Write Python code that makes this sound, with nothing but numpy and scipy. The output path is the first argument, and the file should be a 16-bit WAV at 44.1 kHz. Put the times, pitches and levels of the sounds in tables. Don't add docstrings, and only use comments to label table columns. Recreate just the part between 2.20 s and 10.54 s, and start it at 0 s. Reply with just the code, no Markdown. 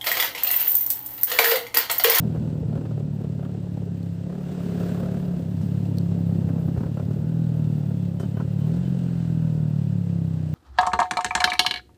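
import sys
import numpy as np
from scipy import signal
from scipy.fft import rfft, irfft, next_fast_len
from scipy.io import wavfile
from scipy.ndimage import uniform_filter1d, map_coordinates

SR = 44100
rng = np.random.default_rng(int(sys.argv[2]) if len(sys.argv) > 2 else 0)


def to_wav(sig):
    pcm = np.clip(np.atleast_2d(sig), -1, 1) * 32767
    pcm = np.round(pcm).astype(np.int16)
    wavfile.write(sys.argv[1], SR, pcm.T)


def field_ratio(decibels):
    return 10 ** (np.asarray(decibels, dtype=float) / 20)


N = 367794

# start in seconds, length in seconds, pitch in Hz, rms level in dB.
HORN_TOOTS = [
    (5.978, .085, 3053, -60),
    (6.143, .065, 3050, -63),
    (6.295, .045, 2780, -66),
    (6.393, .07, 3047, -63),
    (6.4, .09, 1085, -62),
    (6.63, .06, 3048, -62.5),
]
# time in seconds, peak level in dB.
GRIT_HITS = [
    (1.83, -43),
    (3.772, -42),
    (3.7845, -27),
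    (3.812, -44),
]
# centre in Hz, width in Hz, level in dB.
SHELL_RINGS = [(4350, 300, 3), (5900, 350, -7), (8300, 900, -12), (11400, 800, -13), (14200, 1200, -10)]

# time in seconds, peak level in dB, rattle level in dB above the knock.
BUMPS = [(.158, -39, -23), (0.552, -33, -17.5), (.573, -34, -31), (.609, -39, -25), (0.654, -36, -36),
         (.708, -36, -19.5), (.802, -43, -27), (1.041, -38, -23.5), (1.192, -38, -24), (1.226, -36, -22),
         (1.248, -32, -31), (1.569, -43, -21), (3.411, -43, -1), (3.988, -44.5, -19.5),
         (4.288, -30.5, -27.5), (4.379, -37, -17), (4.476, -38, -19), (4.561, -37, -24.5),
         (4.572, -31, -16.5), (4.603, -32, -18.5), (4.632, -31.5, -23), (4.661, -36.5, -26.5),
         (4.77, -32, -20), (4.795, -33, -16.5), (4.905, -38, -12.5), (5.705, -40, -20), (5.997, -29, -9),
         (6.028, -30.5, -19), (6.168, -31, -20.5), (6.199, -26.5, -22.5)]
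# start in seconds, end in seconds, peak level in dB.
ROUGH_ROAD = [
    (0, 0.802, -38),
    (0.999, 1.75, -47),
    (3.842, 4.562, -45.5),
]
# centre in Hz, width in Hz, level in dB.
FRAME_RINGS = [(304, 230, -17), (380, 114, 14), (634, 343, 4.5)]
# centre in Hz, width in Hz, level in dB.
PANEL_RINGS = [(745, 300, -3), (1383, 260, -2), (1640, 280, -6.5), (2820, 1400, -25.5)]
# centre in Hz, width in Hz, level in dB.
LOOSE_RINGS = [(3000, 790, -7), (4360, 1400, -5), (6230, 1500, -5), (8150, 1500, -7.5), (14500, 2300, -14)]
STRAP_LOOSE_UNTIL_S = 2

# time in seconds, buffeting level in dB.
WIND_LEVEL = [(0, -32), (.6, -32.5), (.9, -38), (2.0, -42.5), (2.8, -37.5), (3.3, -39), (4.0, -37),
              (4.6, -35), (5.2, -38.5), (6.1, -41), (6.6, -40.5), (8.34, -48.5)]
# frequency in Hz, level in dB per Hz.
BUFFET_COLOUR = [(15, -44), (25, -33), (40, -24), (60, -10), (90, 0), (140, -1), (200, -6), (260, -30),
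                 (400, -80)]
# frequency in Hz, level in dB per Hz.
WHISTLE_COLOUR = [(5880, -29.5), (10000, -3.5), (12600, -1), (14900, 5), (15500, 6.5)]
# frequency in Hz, level in dB per Hz.
HISS_COLOUR = [(1150, -10), (1950, -2.5), (2250, -7), (2760, -1), (3080, -5), (3210, -4.5), (4320, -6.5),
               (6480, -12.5), (8060, -9), (9730, -21.5), (11000, -30.5), (14300, -42.5), (22000, -120)]
# time in seconds, level in dB over the open road.
ROADSIDE_ECHO = [(0, 1.5), (.4, -2), (1.0, -2), (2.08, -1), (2.3, 3), (2.7, 8), (2.95, 2.5), (3.2, 1.5),
                 (4.15, 1), (4.4, 2), (4.8, 0), (6.2, -0.5), (6.55, 3), (7.0, 2.5), (7.3, 1), (7.8, -0.5),
                 (8.34, 0.5)]
WHISTLE_DB, WHISTLE_ECHO, WHISTLE_MIDDLE_DB = -72.0, 1.1, 3
HISS_DB, HISS_ECHO = -60.1, 0.96
RASP_DB, RASP_ECHO = -63.45, 1.4
BARK_DB, BARK_ECHO, BARK_WIND, BARK_PULL, BARK_COAST_DB = -38.5, 0.62, 0.64, 0.3, -2.5

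# start in seconds, end in seconds, multiple of the firing rate, rms level in dB.
DRIVE_WHINE = [
    (5.08, 5.9, 76, -76),
    (5.08, 5.9, 94.7, -77),
    (6.65, 7.75, 65.8, -78),
    (6.65, 7.75, 71.8, -76),
    (6.65, 7.4, 96, -80),
]

# time in seconds, echo level in dB.
TRUCK_ECHO = [(1.95, -89), (2.1, -43), (2.45, -43), (2.65, -39.5), (2.85, -38), (3.05, -43.5),
              (3.25, -50.5), (3.45, -85)]
# centre in Hz, width in Hz, level in dB.
TRUCK_BOX = [(399, 60, 0.91), (530, 130, -0.94), (648, 152, -1.5)]
# start in seconds, end in seconds, change in dB.
TRUCK_NULLS = [
    (2.087, 2.355, -20),
    (2.988, 3.18, -17),
]
TRUCK_CANCEL_DB = [-5.5, -2.5, 1.5]

# frequency in Hz, level in dB per Hz.
BARK_COLOUR = [(130, -39), (215, 3.5), (318, -8), (386, -9.5), (453, -12.5), (553, -15.5), (1000, -32.5),
               (1300, -51), (2200, -120)]
# frequency in Hz, level in dB per Hz.
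RASP_COLOUR = [(530, -24), (900, -0.5), (1030, -3), (1310, -1.5), (1610, 0), (2300, -21.5), (2990, -45),
               (5060, -120)]
# frequency in Hz, rms level in dB.
WEAK_ORDERS = [(55, -54), (70, -44), (90, -36), (200, -40), (260, -43), (300, -47), (350, -52), (450, -58),
               (550, -55), (700, -63), (900, -67), (1150, -77), (1400, -72)]
# frequency in Hz, level in dB.
PIPE_ANSWER = [(90, -7.5), (105, -3.5), (125, -5), (139, -4), (154, 0), (175, -1.5), (190, -10.5),
               (225, -19)]
# time in seconds, beat level in dB.
ENGINE_PULL = [(0, -27), (.5, -28.5), (1.1, -29), (1.5, -30.5), (2.1, -31), (2.4, -29), (2.65, -26.5),
               (3.1, -26), (3.3, -28), (3.5, -25.5), (4.3, -25.5), (4.8, -28), (5.15, -23.5), (5.7, -25),
               (6.05, -27.5), (6.5, -22.5), (7.6, -24), (8.34, -27.5)]
# time in seconds, firings per second.
FIRING_RATE = [(0.0, 40.06), (1.005, 36.72), (1.958, 33.78), (2.175, 36.15), (2.554, 34.82), (3.004, 36.03),
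               (3.34, 33.59), (3.483, 35.49), (4.508, 32.71), (4.755, 36.52), (4.967, 36.82),
               (5.135, 41.01), (5.978, 33.94), (6.221, 37.24), (6.392, 35.54), (6.617, 45.27),
               (6.902, 42.72), (8.34, 30.45)]
# start in seconds, end in seconds, scatter of the firing moment in cycles.
STUMBLES = [
    (2.05, 2.45, .025),
    (3.24, 3.48, .06),
    (4.53, 4.95, .075),
    (5.95, 6.29, .075),
]
FIRST_TURN, FLYWHEEL_S = .828, .06
STRONG_ORDERS = range(3, 6)

TOP_HZ = 15600


def curves(rows):
    s, *columns = np.transpose(rows)
    return [np.interp(np.arange(N) / SR, s, column) for column in columns]


def unit(x):
    return x / np.sqrt(np.mean(x ** 2) + 1e-20)


def wobble(rate):
    at = np.arange(0, N + 64, 64)
    points = rng.standard_normal(int(N * rate / SR) + 4)
    return np.interp(np.arange(N), at, map_coordinates(points, [at * rate / SR]))


def gate(start, end, edge):
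    t = np.arange(N) / SR
    return np.clip(np.minimum(t - start, end - t) / edge + .5, 0, 1)


def filtered(x, response):
    m = next_fast_len(N + 8192)
    return irfft(rfft(x, m) * response(np.fft.rfftfreq(m, 1 / SR)), m)[:N]


def coloured(x, spectrum):
    f, db = np.transpose(spectrum)

    def response(hz):
        return field_ratio(np.interp(np.log(hz + 1), np.log(f), db, -120, -120))
    return unit(filtered(x, response))


def ringing(x, modes):
    def response(f):
        total = 0
        for k, (centre, width, db) in enumerate(modes):
            swing = 1j * f * width
            total = total + (-1) ** k * field_ratio(db) * swing / (centre * centre - f * f + swing)
        return total
    return filtered(x, response)


def bursts(times, levels_db, t60):
    t = np.arange(int(.06 * SR)) / SR
    attack = 1 - np.exp(-t / 0.001)
    x = np.zeros(N + len(t))
    for s, db, life in np.broadcast(times, levels_db, t60):
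        x[round(s * SR):][:len(t)] += field_ratio(db - 60 * t / life) * attack * rng.standard_normal(len(t))
    return x[:N]


def crank():
    rate = uniform_filter1d(curves(FIRING_RATE)[0], int(FLYWHEEL_S * SR))
    return rate, FIRST_TURN + np.cumsum(rate) / SR


def shaft():
    scatter = .003 + sum(size * gate(a, b, .08) for a, b, size in STUMBLES)
    return 2 * np.pi * (crank()[1] + scatter * .8 * wobble(30))


def puffs(lead, decay, steady, scatter_db):
    turn = crank()[1] + lead
    strengths = field_ratio(scatter_db * rng.standard_normal(int(turn[-1]) + 2))
    size = strengths[turn.astype(int)]
    u = turn % 1 / decay
    return (steady + size * np.e * u * np.exp(-u)) * rng.standard_normal(N)


def orders_db():
    f, db = np.transpose(PIPE_ANSWER)
    rate = crank()[0]
    near = np.clip((curves(TRUCK_ECHO)[0] + 60) / 15, 0, 1)
    pull_db, = curves(ENGINE_PULL)
    levels = []
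    for k, cut in zip(STRONG_ORDERS, TRUCK_CANCEL_DB):
        levels.append(pull_db + np.interp(np.log(k * rate), np.log(f), db) + near * cut)
    levels[0] = levels[0] + sum(null_db * gate(a, b, 0.071) for a, b, null_db in TRUCK_NULLS)
    return levels


def horn():
    t = np.arange(N) / SR
    drift = .5 * wobble(40)
    x = np.zeros(N)
    for s, length, hz, db in HORN_TOOTS:
        on = np.clip(np.minimum(t - s, s + length - t) / .014, 0, 1)
        x += np.sqrt(2) * field_ratio(db) * on * np.sin(2 * np.pi * hz * t + drift)
    return x


def air():
    echo_db, = curves(ROADSIDE_ECHO)
    gust = wobble(11)
    hiss_db = HISS_DB + HISS_ECHO * echo_db + 0.68 * gust
    hiss = coloured(puffs(0.43, decay=.15, steady=4.5, scatter_db=5), HISS_COLOUR)
    whistle_db = WHISTLE_DB + WHISTLE_ECHO * echo_db + WHISTLE_MIDDLE_DB * gate(2.5, 6.2, 0.58)
    whistle_db = whistle_db + .3 * gust + 1.9 * wobble(40)
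    whistle = coloured(rng.standard_normal(N), WHISTLE_COLOUR)
    buffet_db = curves(WIND_LEVEL)[0] + 1.5 * wobble(8)
    buffet = coloured(rng.standard_normal(N), BUFFET_COLOUR)
    return field_ratio(hiss_db) * hiss + field_ratio(whistle_db) * whistle + field_ratio(buffet_db) * buffet


def grit():
    x = np.zeros(N)
    for s, db in GRIT_HITS:
        x[round(s * SR)] = field_ratio(db + 22.5)
    return ringing(x, SHELL_RINGS)


def knocks():
    small = []
    for start, end, db in ROUGH_ROAD:
        for u, v in rng.random((8, 2)):
            small.append((start + (end - start) * u, db + 6 * (v - .5), -21))
    s, db, rattle_db = np.transpose(BUMPS + small)
    early = s < STRAP_LOOSE_UNTIL_S
    thud = ringing(bursts(s, -23.5 + 0.4 * (db + 36), t60=0.055), FRAME_RINGS)
    panel = ringing(bursts(s, db + 6.5, t60=np.where(early, 0.075, 0.098)), PANEL_RINGS)
    clatter = ringing(bursts(s, db + np.where(early, 0, -15), t60=0.035), LOOSE_RINGS[:1])
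    rattle = ringing(bursts(s, db + rattle_db + 0.5, t60=0.17), LOOSE_RINGS[1:])
    return thud + panel + clatter + rattle


def whine():
    turn = crank()[1]
    x = np.zeros(N)
    for a, b, k, db in DRIVE_WHINE:
        tone = np.sin(2 * np.pi * k * turn + 1.3 * wobble(60))
        x += field_ratio(db + 5 + 2.5 * wobble(5)) * gate(a, b, .2) * tone
    return x


def truck(tones):
    hollow = unit(ringing(ringing(tones, TRUCK_BOX), TRUCK_BOX))
    rush = unit(ringing(puffs(.3, decay=.12, steady=.6, scatter_db=2.5), TRUCK_BOX))
    rasp = unit(ringing(puffs(.27, decay=.075, steady=.26, scatter_db=1), PANEL_RINGS[:3]))
    level_db, = curves(TRUCK_ECHO)
    return field_ratio(level_db) * (hollow + .6 * rush) + field_ratio(1.7 * (level_db + 36.5) - 48) * rasp


def bark():
    echo_db, = curves(ROADSIDE_ECHO)
    bark_db = BARK_DB + BARK_ECHO * echo_db + BARK_WIND * (curves(WIND_LEVEL)[0] + 40)
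    bark_db = bark_db + BARK_PULL * (curves(ENGINE_PULL)[0] + 26) + BARK_COAST_DB * gate(6.95, 9, .4)
    rasp_db = RASP_DB + RASP_ECHO * echo_db
    low = coloured(puffs(.35, decay=.16, steady=1.0, scatter_db=2.5), BARK_COLOUR)
    high = coloured(puffs(.28, decay=.13, steady=1.2, scatter_db=2), RASP_COLOUR)
    return field_ratio(bark_db + 1.2 * wobble(12)) * low + field_ratio(rasp_db + 0.9 * wobble(13)) * high


def overtones(angle):
    step = 8
    rate, angle = crank()[0][::step], angle[::step]
    log_rate = np.log(rate)
    f, db = np.transpose(WEAK_ORDERS)
    x = np.zeros(len(rate))
    for k in [2, *range(6, 40)]:
        lead = .5 + .022 * np.maximum(k * rate - 190, 0)
        waver = .003 * k * k * wobble(4)[::step] + .05 * k * rng.normal()
        level_db = np.interp(log_rate, np.log(f / k), db) + 2.5 * wobble(7)[::step]
        x += field_ratio(level_db) * np.cos(k * angle + lead + waver)
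    growth_db = .8 * (np.max(orders_db(), axis=0) + 26)
    return field_ratio(growth_db) * signal.resample_poly(x, step, 1)[:N]


def exhaust(angle):
    beat = np.zeros(N)
    for k, db in zip(STRONG_ORDERS, orders_db()):
        beat += field_ratio(db + .6 * wobble(14) + .6 * wobble(5)) * np.cos(k * angle + .5)
    return np.sqrt(2) * field_ratio(.7 * wobble(35)) * beat


def scene():
    angle = shaft()
    tones = overtones(angle)
    engine = exhaust(angle) + tones + truck(tones) + bark() + whine()
    opening = np.minimum(np.arange(N) / (.003 * SR), 1)
    return (opening * (engine + air() + knocks() + grit() + horn()))[None]


def top_cut(x):
    return signal.sosfilt(signal.butter(12, 16750, fs=SR, output="sos"), x)


def record(dry):
    limited = filtered(dry[0], lambda hz: hz < TOP_HZ)
    return top_cut(limited[None])


dry = scene()
out = record(dry)
to_wav(out)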